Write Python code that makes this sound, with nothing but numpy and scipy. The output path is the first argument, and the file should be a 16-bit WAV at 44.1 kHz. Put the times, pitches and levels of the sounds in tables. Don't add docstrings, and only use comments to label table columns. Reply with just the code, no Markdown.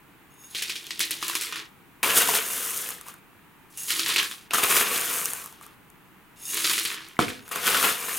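import sys
import numpy as np
from scipy import signal
from scipy.fft import rfft, irfft, next_fast_len
from scipy.io import wavfile
from scipy.ndimage import map_coordinates

SR = 44100
rng = np.random.default_rng(int(sys.argv[2]) if len(sys.argv) > 2 else 0)


def store_pcm(level_fs):
    pcm = np.round(np.clip(level_fs, -1, 1) * 32767).astype(np.int16)
    wavfile.write(sys.argv[1], SR, np.atleast_2d(pcm).T)


N = 360738


def amp(db):
    return 10 ** (np.asarray(db) / 20)


def along(points, hz):
    f, v = np.transpose(points)
    return np.interp(np.log(hz + 1), np.log(f + 1), v)


def over_time(points):
    return np.interp(np.arange(N) / SR, *np.transpose(points))


def filtered(x, response):
    m = next_fast_len(N + SR // 2)
    return irfft(rfft(x, m) * response(np.fft.rfftfreq(m, 1 / SR)), m)[..., :N]


def through(x, impulse):
    return signal.oaconvolve(x, impulse / np.linalg.norm(impulse))[:N]


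def colour(spectrum, size=2048):
    cepstrum = irfft(np.log(amp(np.maximum(along(spectrum, np.fft.rfftfreq(size, 1 / SR)), -70))))
    cepstrum[1:size // 2] *= 2
    cepstrum[size // 2 + 1:] = 0
    return irfft(np.exp(rfft(cepstrum)))


def ringing(modes):
    t = np.arange(SR // 2) / SR
    return sum(amp(db - 60 * t / t60) * np.sin(2 * np.pi * hz * t) for hz, db, t60 in modes)


def walls(peaks):
    return ringing([(hz, db + 20 * np.log10(width), np.log(1000) / (np.pi * width))
                    for hz, width, db in peaks])


def gains(tables):
    t, out = np.arange(N) / SR, np.zeros((len(tables[0][0]) - 1, N))
    for rows in tables:
        s, *columns = np.transpose(rows)
        out += [amp(np.interp(t, s, column, -200, -200)) for column in columns]
    return out


def wander(per_s):
    knots = rng.standard_normal(int(N * per_s / SR) + 4)
    return map_coordinates(knots, [np.arange(N) * per_s / SR], order=1)


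def cracks(blows, t60):
    fade = amp(-60 * np.arange(SR // 20) / SR / t60)
    energy = signal.oaconvolve(blows ** 2, fade ** 2)[:N]
    return np.sqrt(np.abs(energy)) * rng.standard_normal(N)


def contacts(per_s, spread_db, t60, blur):
    chance, size = rng.random((2, N))
    blows = (chance < per_s / SR) * amp(-spread_db * np.log(size + 0.0092))
    x = cracks(blows, t60)
    blur = np.clip(blur, 0, 1)
    return np.sqrt(1 - blur) * x / x.std() + np.sqrt(blur) * rng.standard_normal(N)


RAP_SCATTER, RAP_CYCLES = 0.356, 9.5
RAP_DB = -8


def raps(gain, per_s, centre_hz):
    when, size, pitch = rng.random((3, round(2 * per_s * N / SR)))
    at, t = (when * (N - 1)).astype(int), np.arange(SR // 80) / SR
    log_offset = RAP_SCATTER * np.log(pitch / (1 - pitch)) / 2
    hz = np.clip(centre_hz * np.exp(log_offset), 820, 6000)[:, None]
    decay = amp(-60 * t * hz / RAP_CYCLES)
    onset = 1 - np.exp(-t * hz)
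    rings = amp(-3 * np.log(size + .05))[:, None] * decay * np.sin(2 * np.pi * hz * t) * onset
    rings *= np.sqrt(N / np.sum(rings ** 2)) * gain[at, None]
    samples = at[:, None] + np.arange(len(t))
    return amp(RAP_DB) * np.bincount(samples.ravel(), rings.ravel(), N + SR)[:N]


HEAP_SHIFT, HEAP_SHIFTS_PER_S = 0.21, 22
HOLLOW_HZ = 1557


def rattle(levels, crunch, fizz, box, per_s, spread_db, blur, low_db, rap_hz):
    crunch_gain, fizz_gain, box_gain = levels
    heap = contacts(per_s, spread_db, 0.014, blur)
    ticks = contacts(2.2 * per_s, spread_db, 0.012, blur)

    turn = np.pi / 4 * (1 + np.tanh(wander(HEAP_SHIFTS_PER_S)))
    deep = colour(crunch)
    tight = colour([(hz * np.exp(HEAP_SHIFT), db) for hz, db in crunch])
    deep_drive = crunch_gain * heap * np.cos(turn)
    tight_drive = crunch_gain * heap * np.sin(turn) * rng.choice([-1, 1], N)
    body = through(deep_drive, deep) + through(tight_drive, tight) + raps(crunch_gain, per_s, rap_hz)

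    thin = filtered(body, lambda hz: (1j * hz / (HOLLOW_HZ + 1j * hz)) ** 3)
    body = amp(low_db) * body + 2 * (1 - amp(low_db)) * thin
    return body + through(fizz_gain * ticks, colour(fizz)) + through(box_gain * heap, walls(box))


# (frequency [Hz], relative density [dB per Hz])
AIR_SPECTRUM = [(12, -54), (20, -7.5), (38, -12.5), (74, -10), (182, -2.5), (255, -7.5), (285, -5),
                (422, -10), (558, -19.5), (897, -10.5), (1120, -11), (2600, -16), (5230, -32),
                (16000, -25.5)]
# (frequency [Hz], likeness [0 to 1])
AIR_LIKENESS = [(60, 0.4), (240, 0.54), (950, 0.74), (3770, 0.22), (15000, 0.99)]
AIR_DB = -55


def air():
    def mid_and_side(hz):
        turn = np.arccos(np.clip(along(AIR_LIKENESS, hz), -1, 1)) / 2
        return amp(along(AIR_SPECTRUM, hz)) * [np.cos(turn), np.sin(turn)]

    mid, side = filtered(rng.standard_normal((2, N)), mid_and_side)
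    return amp(AIR_DB) * np.array([mid + side, mid - side]) / mid.std()


# (frequency [Hz], relative level [dB], t60 [s])
SPOON_MODES = [(2815, -2, .045), (3640, -4, .04), (5300, -8, .05), (6610, 3, .065), (7630, -11, .06),
               (8500, -6, .06), (9780, -7, .06), (10195, 2, .08), (11700, -13, .05), (12680, -2, .06),
               (13930, -4, .05), (14750, -10, .05)]
# (start [s], full [s], release [s], end [s], ring [dB])
SLIDES = [(0.297, 0.424, .6, 0.64, -52), (2.031, 2.041, 2.8, 2.6, -40.5), (3.75, 3.779, 3.75, 4.1, -41),
          (4.51, 4.525, 6.6, 5, -40), (6.364, 6.428, 6.7, 6.9, -40), (7.413, 7.423, 8.3, 7.5, -55.5),
          (7.52, 7.68, 10, 8.5, -43)]
SLIDE_FADE_DB = 17.5
CLINK_DB = -14.5


def spoon():
    shapes = [[(start, db - SLIDE_FADE_DB), (full, db), (release, db), (end, db - SLIDE_FADE_DB)]
              for start, full, release, end, db in SLIDES]
    strokes = gains(shapes)[0] * contacts(700, 4.5, 0.0021, 0.3)
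    for s, tick_db, *_ in PELLET_STRIKES:
        if any(rows[0][0] <= s <= rows[-1][0] for rows in DRAGS):
            strokes[round(s * SR)] += amp(tick_db + CLINK_DB) * np.sqrt(SR / 1000)

    out = np.zeros(N)
    for mode in SPOON_MODES:
        place = amp(2.5 * wander(12))
        out += signal.oaconvolve(strokes * place, ringing([mode])[:SR // 8])[:N]
    return out / np.linalg.norm(ringing(SPOON_MODES))


# (frequency [Hz], t60 [s])
ROOM_DECAY = [(200, 0.36), (1500, 0.28), (5000, 0.082), (14000, 0.12)]
# (frequency [Hz], level [dB])
ROOM_SHARE = [(200, -6), (1000, -5.5), (3000, -7), (7000, -16.5), (14000, -73)]


def room(x):
    out, hop = np.zeros((2, N + SR)), SR // 5
    delay = 130
    hz, t, _ = signal.stft(np.zeros(SR // 3), SR, nperseg=128)
    t60 = along(ROOM_DECAY, hz)[:, None]
    shape = amp(along(ROOM_SHARE, hz)[:, None] - 60 * t / t60) / np.sqrt(t60)
    for a in range(0, N, hop):
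        z = signal.stft(rng.standard_normal((2, SR // 3)), SR, nperseg=128)[2]
        tail = signal.istft(z * shape, SR, nperseg=128)[1] * np.sqrt(2 * np.log(1000) / SR)
        y = signal.fftconvolve(x[None, a:a + hop], tail, axes=1)
        out[:, a + delay:a + delay + y.shape[1]] += y
    return out[:, :N]


# (time [s], crunch [dB], fizz [dB])
TRICKLES = [
    [(.4, -85, -63.5), (.54, -52, -54), (1.2, -42, -48.5), (1.24, -37, -36.5), (1.46, -41.5, -47),
     (1.62, -42, -60), (1.75, -84, -83)],
    [(3.7, -65, -58.5), (3.96, -36, -37), (4.09, -32.5, -37), (4.34, -48.5, -45.5), (4.48, -59, -66)],
    [(6.36, -63, -62.5), (6.48, -51, -36), (6.55, -33, -31), (6.73, -35.5, -29), (6.95, -38.5, -41),
     (6.97, -40, -51), (7.18, -59, -64)],
]
# (time [s], crunch [dB], fizz [dB], t60 [s])
CLUMPS = [(0.549, -32, -41, 0.59), (0.622, -33, -31, 0.11), (0.697, -32.5, -39.5, 0.16),
          (0.7563, -37, -44, 0.12), (0.907, -30.5, -47, .084), (0.995, -31, -29.5, 0.04),
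          (1.0054, -23.5, -26, 0.18), (1.1086, -29.5, -30, 0.15), (1.227, -28, -44, 0.11),
          (1.281, -36.5, -44, 0.37), (1.3526, -26.5, -28, 0.12), (1.41, -34, -30.5, 0.27),
          (1.5245, -30.5, -48, 0.082), (1.557, -37, -44, 0.24), (3.774, -54, -35.5, 1),
          (3.883, -33, -36, 0.39), (3.905, -27.5, -32, 0.19), (3.994, -22.5, -35, 0.077),
          (4.0617, -32, -40, 0.22), (4.09, -26, -33, 0.36), (4.1614, -24, -36, 0.094),
          (4.181, -25, -36, 0.29), (4.228, -30, -36, .067), (4.313, -36.5, -45.5, 0.099),
          (6.571, -31, -53, 0.17), (6.6438, -24.5, -41.5, 0.27), (6.6972, -26, -43, .24),
          (6.779, -26.5, -34.5, 0.13), (6.852, -28, -36.5, 0.17), (7.19, -28, -35, 0.49),
          (7.283, -44, -48, .24)]
POT_TRICKLE_DB, POT_CLUMP_DB = -13.5, -27


def tumbling_gains():
    out, t = np.zeros((3, N + SR)), np.arange(SR // 4) / SR
    for s, crunch_db, fizz_db, t60 in CLUMPS:
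        start_db = np.c_[[crunch_db, fizz_db, crunch_db + POT_CLUMP_DB]]
        out[:, round(s * SR):][:, :len(t)] += amp(start_db - 60 * t / t60)
    crunch, fizz = gains(TRICKLES)
    return out[:, :N] + [crunch, fizz, amp(POT_TRICKLE_DB) * crunch]


# (frequency [Hz], relative density [dB per Hz])
POUR_CRUNCH = [(470, -35.5), (800, -20), (968, -2), (1050, 2), (1450, 0.5), (1850, 4.5), (2090, 1.5),
               (3140, 1.5), (3500, 1.5), (5800, -9), (7540, -11.5), (12800, -120)]
# (frequency [Hz], relative density [dB per Hz])
POUR_FIZZ = [(2650, -24.5), (4500, -11.5), (6320, -3), (10300, 0), (14200, -7), (16000, -9.5)]
# (frequency [Hz], width [Hz], relative level [dB])
POT_RESONANCES = [(185, 150, -16), (334.4, 24, 5), (410, 70, -3)]
# (time [s], level [dB])
POUR_LOWS = [(.5, -13.5), (1.18, -7.5), (1.24, -4), (1.7, -1), (3.9, -3.5), (6.4, -4), (6.9, -2.5),
             (7.1, 14)]


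def pouring():
    return rattle(tumbling_gains(), POUR_CRUNCH, POUR_FIZZ, POT_RESONANCES, per_s=300, spread_db=2.3,
                  blur=0.42, rap_hz=2990, low_db=np.minimum(0, over_time(POUR_LOWS)))


# (time [s], tick before its gain [dB], nominal rap peak [dB], rap pitch [Hz])
PELLET_STRIKES = [(0.548, -50.5, -19, 3320), (.5578, -55, -23, 3680), (0.5672, -31.5, -12.5, 4070),
                  (.5807, -26, -35, 3200), (0.6214, -33.5, -24, 1840), (.687, -36, -28, 3200),
                  (0.696, -30, -18.5, 2600), (.843, -37.5, -28, 3300), (.868, -28.5, -22, 3270),
                  (0.907, -33, -20, 1860), (0.994, -17.5, -14, 3220), (1.004, -18.5, -21, 2460),
                  (1.01, -21, -29, 2840), (1.054, -22.5, -39, 3260), (1.1085, -16, -20, 3700),
                  (1.115, -18, -14, 4060), (1.227, -26, -16.5, 1160), (1.282, -17, -37.5, 2560),
                  (1.298, -20, -19, 1130), (1.333, -28, -24, 1500), (1.3524, -20, -32, 3230),
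                  (1.5252, -29.5, -25, 1620), (1.559, -31, -22, 1590), (2.0302, -18.5, -9, 2470),
                  (2.0447, -29.5, -8, 2580), (2.108, -27.5, -7, 2720), (2.2034, -16, -11, 2800),
                  (2.2188, -13, -43, 1140), (2.2897, -48.5, -11, 940), (2.4856, -22.5, -30, 2250),
                  (2.7066, -20, -26, 1890), (2.817, -24.5, -32, 1270), (2.776, -16.5, -37, 1010),
                  (2.8707, -36, -31, 2690), (2.8898, -20, -26, 1760), (2.9053, -21.5, -29.5, 1140),
                  (2.983, -42, -32, 1760), (3.012, -28.5, -34, 1230), (3.0653, -38, -34, 1030),
                  (3.141, -41, -34.5, 1500), (3.0846, -30, -28.5, 1140), (3.905, -14.5, -7, 3040),
                  (3.994, -24, -16.5, 3350), (4.061, -26.5, -18, 1800), (4.083, -18.5, -24.5, 2770),
                  (4.1609, -23, -6, 2570), (4.1997, -22, -6, 3130), (4.2296, -23.5, -15.5, 1640),
                  (4.313, -29.5, -27, 2600), (4.509, -29, -13, 2610), (4.535, -14, -11, 1130),
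                  (4.546, -16, -7.5, 1350), (4.584, -21, -9.5, 1260), (4.638, -12.5, -9, 3600),
                  (4.764, -17, -27.5, 2840), (5.0134, -20, -24, 3650), (5.2569, -11.5, -24, 1250),
                  (5.302, -23.5, -38, 1200), (5.3344, -18.5, -24.5, 1080), (5.4419, -30, -36, 1120),
                  (5.5262, -38.5, -39, 934), (5.612, -41, -32, 1200), (5.665, -38, -36, 1190),
                  (5.46, -26.5, -30, 1200), (5.902, -41, -68, 1340), (6.5445, -14.5, -27, 4360),
                  (6.571, -20, -37, 2260), (6.6436, -21, -37, 2980), (6.697, -19, -8, 4470),
                  (6.713, -16, -22, 2440), (6.7342, -14.5, -31, 3030), (6.7973, -15, -16, 3240),
                  (6.852, -19, -16, 3100), (6.874, -28, -25, 2540), (6.943, -31, -28, 3000),
                  (7.0863, -33, -60, 2310), (7.168, -55, -27, 2050), (7.282, -38, -15.5, 2330),
                  (7.4794, -33.5, -32, 1420), (7.491, -32, -40, 1500), (7.513, -32.5, -23, 1180),
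                  (7.559, -18.5, -15.5, 1390), (7.676, -20, -7.5, 1370), (7.679, -24, -9, 2300),
                  (7.7479, -26, -11, 1420), (7.8282, -23.5, -10, 1450), (8.0933, -30, -18, 1760)]
# (frequency [Hz], relative density [dB per Hz])
FIZZ = [(2650, -32.5), (4500, -13.5), (5680, -5), (6630, -1), (7260, -2), (9920, 1.5), (12000, -2),
        (14400, 0.5), (16000, -12.5)]


def clicks():
    tick, rap, t = np.zeros(N), np.zeros(N + SR), np.arange(SR // 30) / SR
    for s, tick_db, rap_db, hz in PELLET_STRIKES:
        tick[round(s * SR)] = amp(tick_db)
        life = 16 / hz
        overtone_hz = hz * rng.uniform(1.3, 1.45)
        pair = np.sin(2 * np.pi * hz * t) + 0.16 * np.sin(2 * np.pi * overtone_hz * t)
        onset = 1 - np.exp(-2 * hz * t)
        rap[round(s * SR):][:len(t)] += amp(rap_db - 60 * t / life) * pair * onset
    snap = 2.2 * tick + .9 * cracks(tick, .006)
    return through(snap, colour(FIZZ)) + rap[:N]


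LAND_DB, LAND_POT_DB = 13, -2.5


def landings():
    blows = np.zeros(N)
    for s, crunch_db, *_ in CLUMPS:
        blows[round(s * SR)] = amp(crunch_db)
    crack = blows + .5 * cracks(blows, .004)
    pot_ring = amp(LAND_DB + LAND_POT_DB) * through(blows, walls(POT_RESONANCES))
    return amp(LAND_DB) * through(crack, colour(POUR_CRUNCH)) + pot_ring


# (time [s], crunch [dB])
DRAGS = [
    [(2.03, -32), (2.38, -33.5), (2.45, -38.5), (2.78, -39), (2.92, -44.5), (3.04, -56), (3.2, -65)],
    [(4.508, -70.5), (4.56, -38.5), (4.95, -31.5), (5.2, -36), (5.42, -44.5), (5.57, -59), (5.75, -63.5)],
    [(7.45, -55), (7.505, -51.5), (7.52, -43), (7.7, -29), (7.9, -27.5), (7.97, -37.5), (8.18, -37.5)],
]
# (time [s], fizz over crunch [dB])
DRAG_BRIGHTNESS = [(2.03, 1.5), (2.4, 2), (2.55, 8), (2.9, 6.5), (3.0, -1), (4.51, -6.5), (4.95, 0),
                   (5.16, 7), (5.45, 3.5), (5.6, -3), (7.5, -3), (7.95, 0), (8.18, 6.5)]
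# (time of peak [s], crunch [dB], fizz [dB], rise [s])
SHOVES = [(2.032, -20.5, -22.5, .002), (2.108, -26, -26, 0.038), (2.176, -21.5, -15, 0.032),
          (2.22, -23.5, -26, 0.019), (2.29, -26, -22.5, .03), (2.356, -23, -22, 0.036),
          (3.087, -46, -44, .03), (4.509, -34.5, -46.5, 0.0033), (4.537, -22.5, -25, 0.0018),
          (4.546, -29, -23, .008), (4.584, -24.5, -25, 0.0097), (4.636, -23.5, -21.5, 0.015),
          (4.71, -22, -20, 0.033), (4.767, -21, -18.5, 0.036), (4.805, -22.5, -22, .02),
          (4.96, -32.5, -27, 0.09), (5.63, -49, -50, 0.015), (7.516, -33.5, -32, 0.0023),
          (7.565, -32, -36.5, 0.025), (7.677, -23, -23.5, 0.033), (7.75, -26, -29.5, 0.052),
          (7.85, -22, -22, 0.07), (8.1, -38, -39, 0.036)]
RISE_DB, SETTLE_DB_PER_S = 12, 283
TUB_DB = -9


def digging_gains():
    t, (crunch,) = np.arange(N) / SR, gains(DRAGS)
    fizz = crunch * amp(over_time(DRAG_BRIGHTNESS))
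    for s, crunch_db, fizz_db, rise in SHOVES:
        near = slice(round((s - 2 * rise) * SR), round((s + .2) * SR))
        climb_db = RISE_DB * (t[near] - s) / rise
        settle_db = SETTLE_DB_PER_S * (s - t[near])
        swell = amp(np.minimum(climb_db, settle_db))
        crunch[near] = np.hypot(crunch[near], amp(crunch_db) * swell)
        fizz[near] = np.hypot(fizz[near], amp(fizz_db) * swell)
    return crunch, fizz, amp(TUB_DB) * crunch


# (frequency [Hz], relative density [dB per Hz])
DIG_CRUNCH = [(470, -62.5), (800, -22), (907, -3.5), (1040, 5.5), (2030, 1.5), (2320, 4.5), (2850, 3.5),
              (3150, -1), (3660, -1.5), (5200, -6), (6760, -65), (11400, -120)]
# (frequency [Hz], width [Hz], relative level [dB])
TUB_RESONANCES = [(268, 110, -9.5), (467.5, 117, 5), (669, 34, 0.5)]


def digging():
    return rattle(digging_gains(), DIG_CRUNCH, FIZZ, TUB_RESONANCES, per_s=400, spread_db=2.5,
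                  blur=0.49, low_db=-0.5, rap_hz=1480)


# (time [s], strength [dB])
KNOCKS = [(7.1914, -15)]
# (frequency [Hz], relative level [dB], t60 [s])
KNOCK_MODES = [(114, -18, .45), (258, -21, .55), (275, -3, .03), (341.4, -9, .12), (422, -7.5, .1),
               (490, -3.5, .073), (724, .5, .028), (1120, 8, .014), (1320, 11.5, .014), (2240, 3, .028)]
SHUDDER_DB, SHUDDER_S = -16.5, 0.49


def knock():
    out, t = np.zeros(N + SR), np.arange(SR // 3) / SR
    push, soft = np.hanning(24), np.hanning(80)
    for s, db in KNOCKS:
        touches = rng.standard_normal(len(t)) * (rng.random(len(t)) < .02)
        rocking = amp(SHUDDER_DB - 60 * t / SHUDDER_S) * touches
        out[round(s * SR):][:len(t)] += amp(db) * np.convolve(rocking, soft / soft.sum())[:len(t)]
        out[round(s * SR):][:len(push)] += amp(db) * push / push.sum()
    return signal.fftconvolve(out, ringing(KNOCK_MODES))[:N]


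# (time [s], left over centre [dB])
TUB_PAN = [(2, 0.8), (5.5, 0.7), (7.5, 1.2)]


def scene():
    tub = digging()
    pot = pouring() + knock() + landings()
    loose = clicks() + spoon()
    tub_sides = amp(over_time(TUB_PAN) * [[1], [-1]])
    near = tub * tub_sides + pot * amp([[-.1], [.1]]) + loose * amp([[.2], [-.2]])
    small = lambda hz: (1j * hz / (100 + 1j * hz)) ** 3
    return filtered(near + room(tub + pot + loose), small) + air()


TOP_HZ = 16000


def record(dry):
    rounded = dry / (1 + np.abs(dry / .75) ** 4) ** (1 / 4)
    return filtered(rounded, lambda hz: hz < TOP_HZ)


dry = scene()
out = record(dry)
store_pcm(out)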